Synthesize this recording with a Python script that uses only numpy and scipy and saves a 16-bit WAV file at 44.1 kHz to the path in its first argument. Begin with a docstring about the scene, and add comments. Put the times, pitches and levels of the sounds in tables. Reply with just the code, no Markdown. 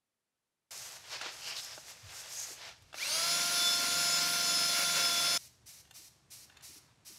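"""Wire wheel and spray can in a garage

Three shots: near silence; a man slides over the concrete and runs a cordless drill with a wire wheel
against a car's underside; then he gives the spot short bursts from a spray can.
One motor speed drives the gear whine, the rattle of the teeth and the geared-down throb of the wheel.
Grit, cloth, wire and spray are coloured grains or noise; knocks and the mixing ball ring decaying modes.
"""
import sys
import numpy as np
from scipy import signal
from scipy.fft import rfft, irfft
from scipy.io import wavfile

SR = 44100
rng = np.random.default_rng(int(sys.argv[2]) if len(sys.argv) > 2 else 0)


def materialize(psi):
    """Save the field psi as 16-bit PCM at rate SR to the path in sys.argv[1].

    A 1-D psi becomes a single channel; in a 2-D psi each row is a channel.
    """
    bounded = np.clip(np.atleast_2d(psi).T, -1, 1)
    quanta = np.round(bounded * 32767).astype(np.int16)
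    wavfile.write(sys.argv[1], SR, quanta)


N = 316990
TIME = np.arange(N) / SR  # s

WORK_CUT_S, SPRAY_CUT_S = .707, 5.3775  # start of the second and third shot
EDGE_HZ = 15750  # upper band edge

# Motor: trigger time, and the time constant with which it nears its running speed
TRIGGER_S, SPIN_UP_S = 2.9345, .086
GEAR_RATIO = 15  # motor turns per wheel turn
# running speed, sagging as the hand leans on the wheel: (t/s, f/Hz in turns per second)
RUNNING_SPEED = [(3.42, 348.9), (3.62, 349.5), (3.74, 349.0), (3.87, 347.7), (4.0, 349.4), (4.14, 347.2),
                 (4.29, 349.2), (4.43, 347.9), (4.51, 346.5), (4.62, 345.9), (4.76, 347.4), (4.93, 348.0),
                 (5.01, 346.7), (5.17, 345.6), (5.3, 346.5)]
# lines of the motor: (multiple of motor speed, level/dB)
MOTOR_LINES = [(2, -49), (3, -53.5), (4, -42.5), (5, -58), (7, -63.5), (9, -52.5), (11, -61), (13, -65),
               (14, -46.5), (16, -48), (17, -48.5), (18, -51.5), (21, -53.5), (22, -53), (25, -65),
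               (26, -68), (27, -67), (28, -56.5), (29, -53), (31, -76), (36, -56), (40, -57)]
# lines of the slower gear stage: (multiple of motor speed, level/dB)
SLOW_GEARS = [(10.2, -53.5), (12.3, -47.5)]

# strong gear tones, before lifts and swells:
# (multiple of motor speed, level/dB at full speed, loss/dB at standstill, scattered share at full speed)
WHINE = [(10, -44, 11, 0.18), (15, -39.5, 30, 0.22), (20, -44.5, 21, .7), (30, -45, 35, .5)]
WAVER_HZ = 6  # how fast the scattered share beats against its tone
WHINE_ROUGH_DB, WHINE_ROUGH_HZ = 1.85, 21.9  # quick unevenness of the tooth contact
# housing resonances that the tones glide through: (f/Hz, width f/Hz, lift level/dB)
HOUSING = [(2350, 100, 15), (2720, 90, 9), (4750, 200, 2.5), (6200, 280, 10), (9740, 320, 4.5)]
# the two loudest gear tones swell and fade as the hand moves: (t/s, extra level/dB)
LOW_TONE_SWELL = [(3.1, 1), (3.26, -7), (3.36, 3.5), (3.46, -15), (3.62, 7), (3.73, 5), (3.88, -1.5),
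                  (4.62, 0), (4.82, 3.5)]
HIGH_TONE_SWELL = [(3.2, -0.5), (3.5, -9), (3.74, 5.5), (3.87, -10), (3.98, 1), (4.19, 2.5), (4.35, -2.5),
                   (4.58, 5), (4.76, 2.5), (4.89, -6.5), (5.07, 5.5), (5.16, -6), (5.28, 3.5)]

# the wheel shakes the panel: (multiple of wheel speed, relative level/dB)
THROB = [(2, -34), (4, -14.5), (7, -1.5), (8, -7), (9, -12.5), (10, -11), (11, -7), (12, -11), (13, -5.5),
         (14, -12), (15, -11.5), (21, -9.5)]
THROB_DB, THROB_STALL_DB = -57, 86  # gain at full speed; loss at standstill
SEATED_S, SEATED_DB = (3.85, 4.58), 2  # the throb is stronger while the wheel sits flat on the panel
UNSEATED_DB_PER_S = 4  # and it builds up until then

# Rattle of the teeth: colour (f/Hz, level/dB)
RATTLE = [(300, -26), (1500, -11.5), (3200, -6), (4200, 1), (5000, 0), (6200, -1.5), (7200, -8.5),
          (8500, -10), (10200, -10.5), (12500, -13.5), (14000, -19), (15700, -44)]
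RATTLE_DB, RATTLE_POWER = -34.5, 1.4  # at full speed, before bites and echoes; power of the speed
# reflections off the car's underside: (delay t/s, level/dB)
ECHOES = [(.0009, -25), (.0017, -33.5), (.0029, -19), (.0044, -11.5)]

# Colour of the car panel under the wheel: (f/Hz, level/dB)
PANEL = [(60, -48), (150, -14), (280, -10.5), (420, -8.5), (560, 2), (800, -7), (1000, -0.5), (1180, -5.5),
         (1400, 4.5), (1850, -3.5), (2250, 5.5), (2480, -1.5), (2750, 5), (3300, -17), (7000, -14)]
SCRAPE_DB, SCRAPE_STALL_DB = -42, 18.5  # at full speed, before bites; loss at standstill
# the wheel bites harder into the rust: (start t/s, end t/s, extra scrape level/dB)
BITES = [(3.334, 3.38, 1.5), (4.223, 4.255, 1.5), (4.777, 4.824, 3.5), (4.969, 5.02, 4.5),
         (5.23, 5.28, 2.5)]
BITE_S, BITE_RATTLE = 0.027, .35  # time constant of grip and release; share of a bite's dB in the rattle

# Body over gritty concrete: colour (f/Hz, level/dB)
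DRAG = [(150, -49), (300, -16.5), (450, -7), (680, -1.5), (1050, -4), (1600, -2), (2200, -2), (2800, -2),
        (5300, -3.5), (7500, -15.5), (10000, -28), (13000, -32), (15500, -42)]
# its shoves: (start t/s, end t/s, level/dB)
SHOVES = [(.70, .97, -53.5), (1.06, 1.10, -55), (1.135, 1.16, -43.5), (1.23, 1.29, -43.5),
          (1.33, 1.40, -54), (1.47, 1.52, -45.5), (1.57, 1.59, -52), (1.67, 1.73, -50.5),
          (1.89, 1.92, -53.8), (2.095, 2.52, -53), (2.62, 2.69, -47.8)]
SHOVE_RISE_S, SHOVE_FALL_S = 0.034, 0.025  # time constants
# Cloth of the swinging limbs: colour (f/Hz, level/dB)
SWISH = [(500, -51), (1500, -20), (3200, -14.5), (5200, 0), (6400, 0.5), (8000, -3.5), (9300, -8),
         (11500, -8), (13500, -13.5), (15500, -23)]
# its swishes: (start t/s, end t/s, level/dB)
SWISHES = [(.70, .88, -48), (.92, .96, -51.5), (1.11, 1.14, -54.5), (1.33, 1.43, -53), (1.48, 1.50, -47),
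           (1.58, 1.65, -47.5), (1.70, 1.80, -55), (1.895, 1.91, -49.5), (2.105, 2.30, -57),
           (2.17, 2.21, -47), (2.33, 2.44, -45), (2.48, 2.535, -48), (2.66, 2.69, -62)]
SWISH_RISE_S, SWISH_FALL_S = 0.043, 0.025  # time constants
# the weave of the cloth zips over the floor: (middle t/s, bell spread t/s, f/Hz, width f/Hz, level/dB)
ZIPS = [(1.143, 0.033, 4940, 2800, -46.5), (1.49, 0.047, 2920, 895, -45), (1.479, 0.037, 4740, 1800, -43),
        (1.56, 0.018, 1140, 200, -56.5), (1.582, 0.018, 4160, 2800, -40.5),
        (1.673, 0.059, 5260, 900, -50.5), (2.186, 0.029, 5330, 700, -55), (2.41, 0.032, 6500, 1000, -41)]
CREEP_DRAG_DB, CREEP_SWISH_DB = -59, -62.5  # steady contact with the floor between the shoves
LIES_STILL_S, STILL_DB = 2.69, -10.5  # then he settles, and the drag contact drops by this much

# knocks of the drill in the hand: (t/s, peak level/dB, brightness f/Hz)
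KNOCKS = [(1.212, -29, 5000), (1.260, -33, 2000), (1.777, -34.5, 1430), (2.820, -53, 10900),
          (2.928, -37.5, 4200), (2.942, -31.5, 3520)]
# ringing modes of its casing: (f/Hz, level/dB, t60 t/s)
CASING = [(644, -7, 0.049), (784, 7.5, 0.011), (1390, 6, 0.012), (1620, 4, 0.012), (2700, -2, 0.025),
          (3500, 5, 0.013), (6050, -7, .015)]

# bursts of the spray can: (start t/s, end t/s, level/dB once the surge has sagged)
BURSTS = [(5.306, 5.474, -56), (5.656, 5.81, -57.5), (5.936, 6.082, -57), (6.3, 6.448, -56.5),
          (6.621, 6.786, -56), (7.047, 7.25, -57)]
# colour of its nozzle: (f/Hz, level/dB)
NOZZLE = [(240, -51), (400, -38), (614, -9.5), (673, -14), (796, -15.5), (1490, -13), (1590, -15),
          (2190, -7), (3410, -9), (3790, -4.5), (5910, 2), (6380, -2), (12100, -5.5), (15500, -15.5)]
# the mixing ball hits the can: (t/s, peak level/dB, brightness f/Hz)
BALL = [(5.851, -54, 3300), (5.872, -58, 3300), (5.909, -42, 12000), (6.497, -49.5, 3000),
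        (6.522, -57, 2500), (6.569, -42.5, 8000), (6.608, -49, 8000)]
# ringing modes of the can: (f/Hz, level/dB, t60 t/s)
CAN = [(810, -11, .03), (1555, -8, .04), (1790, -6, 0.036), (2730, -4, .04), (3100, -7.5, .03),
       (3500, -1, 0.028), (4360, -3, .025), (6600, -3, 0.022), (7150, -2, 0.023)]
# the sleeve rubs as the arm sweeps the can: (start t/s, end t/s, level/dB)
SLEEVE = [(6.0, 6.08, -80), (6.56, 6.65, -66.5), (6.78, 6.91, -71), (7.12, 7.19, -72)]
SLEEVE_RISE_S, SLEEVE_FALL_S, SLEEVE_REST_DB = 0.1, 0.038, -78  # time constants; level between rubs

# soft bumps of limbs on the floor: (t/s, peak level/dB, f/Hz, time t/s for a 120 dB decay under the swell)
BUMPS = [(2.025, -49.5, 71.4, 0.18), (2.50, -54.5, 392, 0.083), (2.795, -59, 71, 0.18),
         (5.73, -70, 135, 0.15), (5.98, -68, 289, 0.13), (6.686, -62.5, 278, 0.11),
         (6.755, -59.5, 318, 0.086), (7.092, -60.5, 310, 0.13)]
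# Reverberation of the garage: (f/Hz, t60 t/s)
GARAGE = [(150, 0.72), (1000, 0.52), (5000, 0.62), (9000, 0.47), (15000, 0.38)]
# Colour of the room tone: (f/Hz, level/dB)
AIR = [(20, -43), (45, -10), (70, 3), (100, 1), (125, 6.5), (180, -5.5), (400, -10.5), (1000, -18),
       (3000, -22.5), (8000, -22.5), (13000, -38), (15000, -48)]
# Colour of the faint hiss: (f/Hz, level/dB)
HUSH = [(30, -11), (150, -1), (700, -4.5), (3000, -9.5), (12000, -13), (14000, -33)]


def drill():
    """The motor whines through its gears; the teeth rattle each turn; the wire wheel scours the panel."""
    slack = np.exp(-np.maximum(TIME - TRIGGER_S, 0) / SPIN_UP_S)  # share of the speed still to be gained
    speed = curves(RUNNING_SPEED)[0] * (1 - slack)
    turns = np.cumsum(speed * (1 + 0.00038 * drift(30))) / SR
    wheel = turns / GEAR_RATIO
    bite_db = sum(db * stroke(start, end, BITE_S, BITE_S) for start, end, db in BITES)
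    force = amp(-140 * slack ** 1.676)  # unbalance grows with speed
    tones = gear_whine(speed, slack, turns) + force * motor_lines(speed, turns)
    tones = tones + force ** 2 * slow_gears(turns) + wheel_throb(slack, wheel)
    rattle = nearby(tooth_rattle(slack, turns, wheel, bite_db))
    scrape = wheel_scrape(slack, wheel, bite_db)
    return tones * ramp(2.955, 0.058) + (rattle + scrape) * ramp(TRIGGER_S, 0.008)


def gear_whine(speed, slack, turns):
    """Tooth tones grow with speed, flare in the housing's resonances and waver."""
    swells_db = curves(LOW_TONE_SWELL) + curves(HIGH_TONE_SWELL) + [0, 0]
    out = 0
    for (order, db, stall_db, scattered), swell_db in zip(WHINE, swells_db):
        lift_db = sum(lift * np.exp(-((order * speed - hz) / width) ** 2) for hz, width, lift in HOUSING)
        rough_db = WHINE_ROUGH_DB * drift(WHINE_ROUGH_HZ)
        level_db = db - stall_db * slack + lift_db + swell_db + rough_db
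        out += amp(level_db) * line(turns, order, fade=scattered * (1 - slack), fade_hz=WAVER_HZ)
    return out


def motor_lines(speed, turns):
    """Multiples of the motor speed swell as they glide into a panel resonance."""
    out, top = 0, speed.max()
    for order, db in MOTOR_LINES:
        body_db = np.minimum(read(PANEL, order * speed) - read(PANEL, order * top), 0)
        fade = min(0.025 * order, 1)  # short waves fade more
        out += amp(db + body_db) * line(turns, order, fade, fade_hz=7)
    return out


def slow_gears(turns):
    """The slower gear stage adds wavering lines between the whole multiples of the motor speed."""
    return sum(amp(db) * line(turns, order, fade=1.0, fade_hz=9.9) for order, db in SLOW_GEARS)


def wheel_throb(slack, wheel):
    """Multiples of the wheel speed shake the panel, hardest while the wheel sits flat."""
    shake_db = THROB_DB - THROB_STALL_DB * slack
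    shake_db = shake_db - UNSEATED_DB_PER_S * np.maximum(SEATED_S[0] - TIME, 0)
    shake_db = shake_db + SEATED_DB * stroke(*SEATED_S, rise=.12, fall=.04)
    return amp(shake_db) * sum(amp(db) * line(wheel, order, fade=0.39, fade_hz=6) for order, db in THROB)


def tooth_rattle(slack, turns, wheel, bite_db):
    """Noise of the teeth pulses with each turn of motor and wheel and grows with speed."""
    teeth = (1 + 0.13 * np.cos(2 * np.pi * turns)) * (1 + 0.021 * np.cos(2 * np.pi * wheel))
    level = amp(RATTLE_DB + BITE_RATTLE * bite_db) * (1 - slack) ** RATTLE_POWER
    return level * colour(teeth * rng.standard_normal(N), RATTLE)


def wheel_scrape(slack, wheel, bite_db):
    """Countless bristle impacts excite the panel, louder where the wheel bites."""
    bristles = grains(per_s=7000, spread_db=1.0) * (1 + 0.028 * np.cos(2 * np.pi * wheel))
    level_db = SCRAPE_DB - SCRAPE_STALL_DB * slack + bite_db + 1.35 * drift(25)
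    return amp(level_db) * colour(bristles, PANEL)


def spray():
    """The valve opens on full pressure, which sags until the finger lifts."""
    flow = np.zeros(N)
    for start, end, db in BURSTS:
        surge = 1 + 4.0 * np.exp(-np.maximum(TIME - start, 0) / 0.028)
        flow += amp(db) * surge * ramp(start, 0.034) * (1 - ramp(end, 0.014))
    return flow * amp(.5 * drift(45)) * colour(rng.standard_normal(N), NOZZLE)


def mixing_ball():
    """The ball strikes the thin can and rings its modes."""
    return hits(BALL, CAN, tick=1.05, tick_t60=0.036, detune=.05)


def sliding():
    """Grit drags under the body while cloth swishes and zips over the concrete in tiny slips."""
    settled_db = STILL_DB * ramp(LIES_STILL_S, .07)
    push = strokes(SHOVES, SHOVE_RISE_S, SHOVE_FALL_S, CREEP_DRAG_DB + settled_db)
    swing = strokes(SWISHES, SWISH_RISE_S, SWISH_FALL_S, CREEP_SWISH_DB + 1.2 * settled_db)
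    drag = push * amp(0.98 * drift(40)) * colour(grains(per_s=10000, spread_db=2.5), DRAG)
    cloth = grains(per_s=12000, spread_db=-0.3) + 0.2 * grains(per_s=420, spread_db=22.0)
    swish = swing * amp(0.54 * drift(50)) * colour(cloth, SWISH)
    slips, zips = grains(per_s=2800, spread_db=2.5), 0
    for middle, spread, hz, width, db in ZIPS:
        bell = np.exp(-((TIME - middle) / spread) ** 2 / 2)
        zips += amp(db) * bell * band(slips, hz, width)
    return (drag + swish + zips) * (1 - ramp(2.91, 0.12))


def drill_knocks():
    """Knocks of the drill in the hand ring its casing."""
    return hits(KNOCKS, CASING, tick=1.8, tick_t60=0.052, detune=0.033)


def sleeve():
    """Soft cloth friction."""
    rub = strokes(SLEEVE, SLEEVE_RISE_S, SLEEVE_FALL_S, SLEEVE_REST_DB)
    cloth_colour = [(200, -19), (750, 6.0), (1800, 3.5), (4000, -1), (12000, -35)]  # (f/Hz, level/dB)
    return rub * colour(grains(per_s=2700, spread_db=3.5), cloth_colour)


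def bumps():
    """Padded pushes: a soft rise and a few uneven low cycles."""
    out, t = np.zeros(N), TIME[:SR // 2]
    for s, db, hz, decay in BUMPS:
        swell = t ** 2 * amp(-120 * t / decay)
        turns = np.cumsum(hz * (1 + 0.25 * drift(hz / 2)[:len(t)])) / SR
        add(out, s, amp(db) * swell / swell.max() * np.sin(2 * np.pi * turns))
    return out


def room_tone():
    """Steady noise in the colour of the garage air."""
    return amp(-68.5) * colour(rng.standard_normal(N), AIR)


def faint_hiss():
    """Very quiet steady noise that lies under all three shots."""
    return amp(-89) * colour(rng.standard_normal(N), HUSH)


def garage(x, wet_db):
    """Adds a diffuse tail whose bands die at their own speed."""
    hz, t, z = signal.stft(rng.standard_normal(SR), SR, nperseg=256)
    decay = amp(-60 * t / read(GARAGE, hz)[:, None])
    tail = signal.istft(z * decay, SR, nperseg=256)[1]
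    tail = tail * ramp(0.0019, 0.0023)[:len(tail)]
    return x + amp(wet_db) * signal.fftconvolve(x, tail / np.linalg.norm(tail))[:N]


def nearby(x):
    """Close hard surfaces comb the sound."""
    out = x.copy()
    for delay, db in ECHOES:
        add(out, delay, amp(db) * x)
    return out


def hits(rows, modes, tick, tick_t60, detune):
    """Each blow has its own brightness, rings the modes slightly detuned and ticks."""
    out, t = np.zeros(N), TIME[:SR // 4]
    for s, db, bright_hz in rows:
        ring = 0
        for hz, level, t60 in modes:
            turns = hz * (1 + detune * rng.uniform(-0.94, 1)) * t + rng.random()
            ring += amp(level - 60 * t / t60) * np.sin(2 * np.pi * turns)
        crack = tick * rng.standard_normal(len(t)) * amp(-60 * t / tick_t60)
        blow = (ring + crack) * np.minimum(t / 0.0024, 1)
        blow = signal.lfilter(*signal.butter(2, min(bright_hz, SR / 3), fs=SR), blow)
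        blow = signal.lfilter(*signal.butter(1, 350, "high", fs=SR), blow)  # small things radiate little bass
        add(out, s, amp(db) * blow / abs(blow).max())
    return out


def line(turns, order, fade, fade_hz):
    """One partial, with a share of scattered sound that beats against it."""
    scatter = (drift(fade_hz) + 1j * drift(fade_hz)) / np.sqrt(2)
    wave = np.exp(2j * np.pi * (order * turns + rng.random()))
    return (wave * (1 + fade * scatter)).real * np.sqrt(2 / (1 + fade ** 2))


def grains(per_s, spread_db):
    """Tiny impacts of uneven size at random times, at rms 1."""
    size = amp(spread_db * np.minimum(rng.exponential(1, N), 4)) * rng.choice([-1, 1], N)
    return unit(size * (rng.random(N) < per_s / SR))


def band(x, hz, width):
    """A steep resonance, at rms 1."""
    pole = np.exp((2j * hz - width) * np.pi / SR)
    return unit(signal.lfilter([1], np.poly([pole, pole]), x + 0j).real)


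def colour(x, points):
    """Gives x a spectrum, at rms 1."""
    size = 2 ** 19  # longer than the sound
    gain = amp(read(points, np.fft.rfftfreq(size, 1 / SR)))
    return unit(irfft(rfft(x, size) * gain)[:N])


def drift(hz):
    """Smooth chance of rms 1 that moves about hz times a second."""
    knots = rng.standard_normal(8192)
    return unit(np.interp(TIME * 2 * hz, np.arange(len(knots)), knots))


def stroke(start, end, rise, fall):
    """Swells up to start, holds until end, dies away; rise and fall are time constants."""
    return np.exp(-np.maximum(start - TIME, 0) / rise - np.maximum(TIME - end, 0) / fall)


def strokes(rows, rise, fall, rest_db):
    """Gain of a series of rubbing strokes over a resting level, summed as power."""
    power = sum((amp(db) * stroke(start, end, rise, fall)) ** 2 for start, end, db in rows)
    return np.sqrt(amp(rest_db) ** 2 + power)


def ramp(s, length):
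    """Rises from 0 to 1, starting at s."""
    return np.clip((TIME - s) / length, 0, 1)


def read(points, hz):
    """Reads a table on a log-frequency axis."""
    f, value = np.transpose(points)
    return np.interp(np.log(hz + 1), np.log(f + 1), value)


def curves(rows):
    """Each column of a timed table, sample by sample."""
    s, *columns = np.transpose(rows)
    return [np.interp(TIME, s, c) for c in columns]


def add(mix, s, sound):
    """Puts a sound into the mix at s."""
    part = mix[round(s * SR):][:len(sound)]
    part += sound[:len(part)]


def amp(db):
    """Decibels to gain."""
    return 10 ** (np.asarray(db) / 20)


def unit(x):
    """Scales to rms 1."""
    return x / np.sqrt(np.mean(x ** 2) + 1e-20)


def scene():
    """Three shots joined by hard cuts, the same in both channels."""
    work = drill() + garage(sliding() + drill_knocks(), wet_db=-11.5)
    painting = garage(spray() + mixing_ball(), wet_db=-7.5) + sleeve()
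    air = room_tone() + garage(bumps(), wet_db=-11)
    begun, later = ramp(WORK_CUT_S, .002), ramp(SPRAY_CUT_S - .002, .002)
    mono = faint_hiss() + begun * (air + (1 - later) * work + later * painting)
    return np.array([mono, mono])


def record(dry):
    """The recorder's band limit: a steep low-pass."""
    low_pass = signal.firwin(511, EDGE_HZ, window=("kaiser", 9), fs=SR)
    return signal.oaconvolve(dry, low_pass[None], "same")


dry = scene()
out = record(dry)
materialize(out)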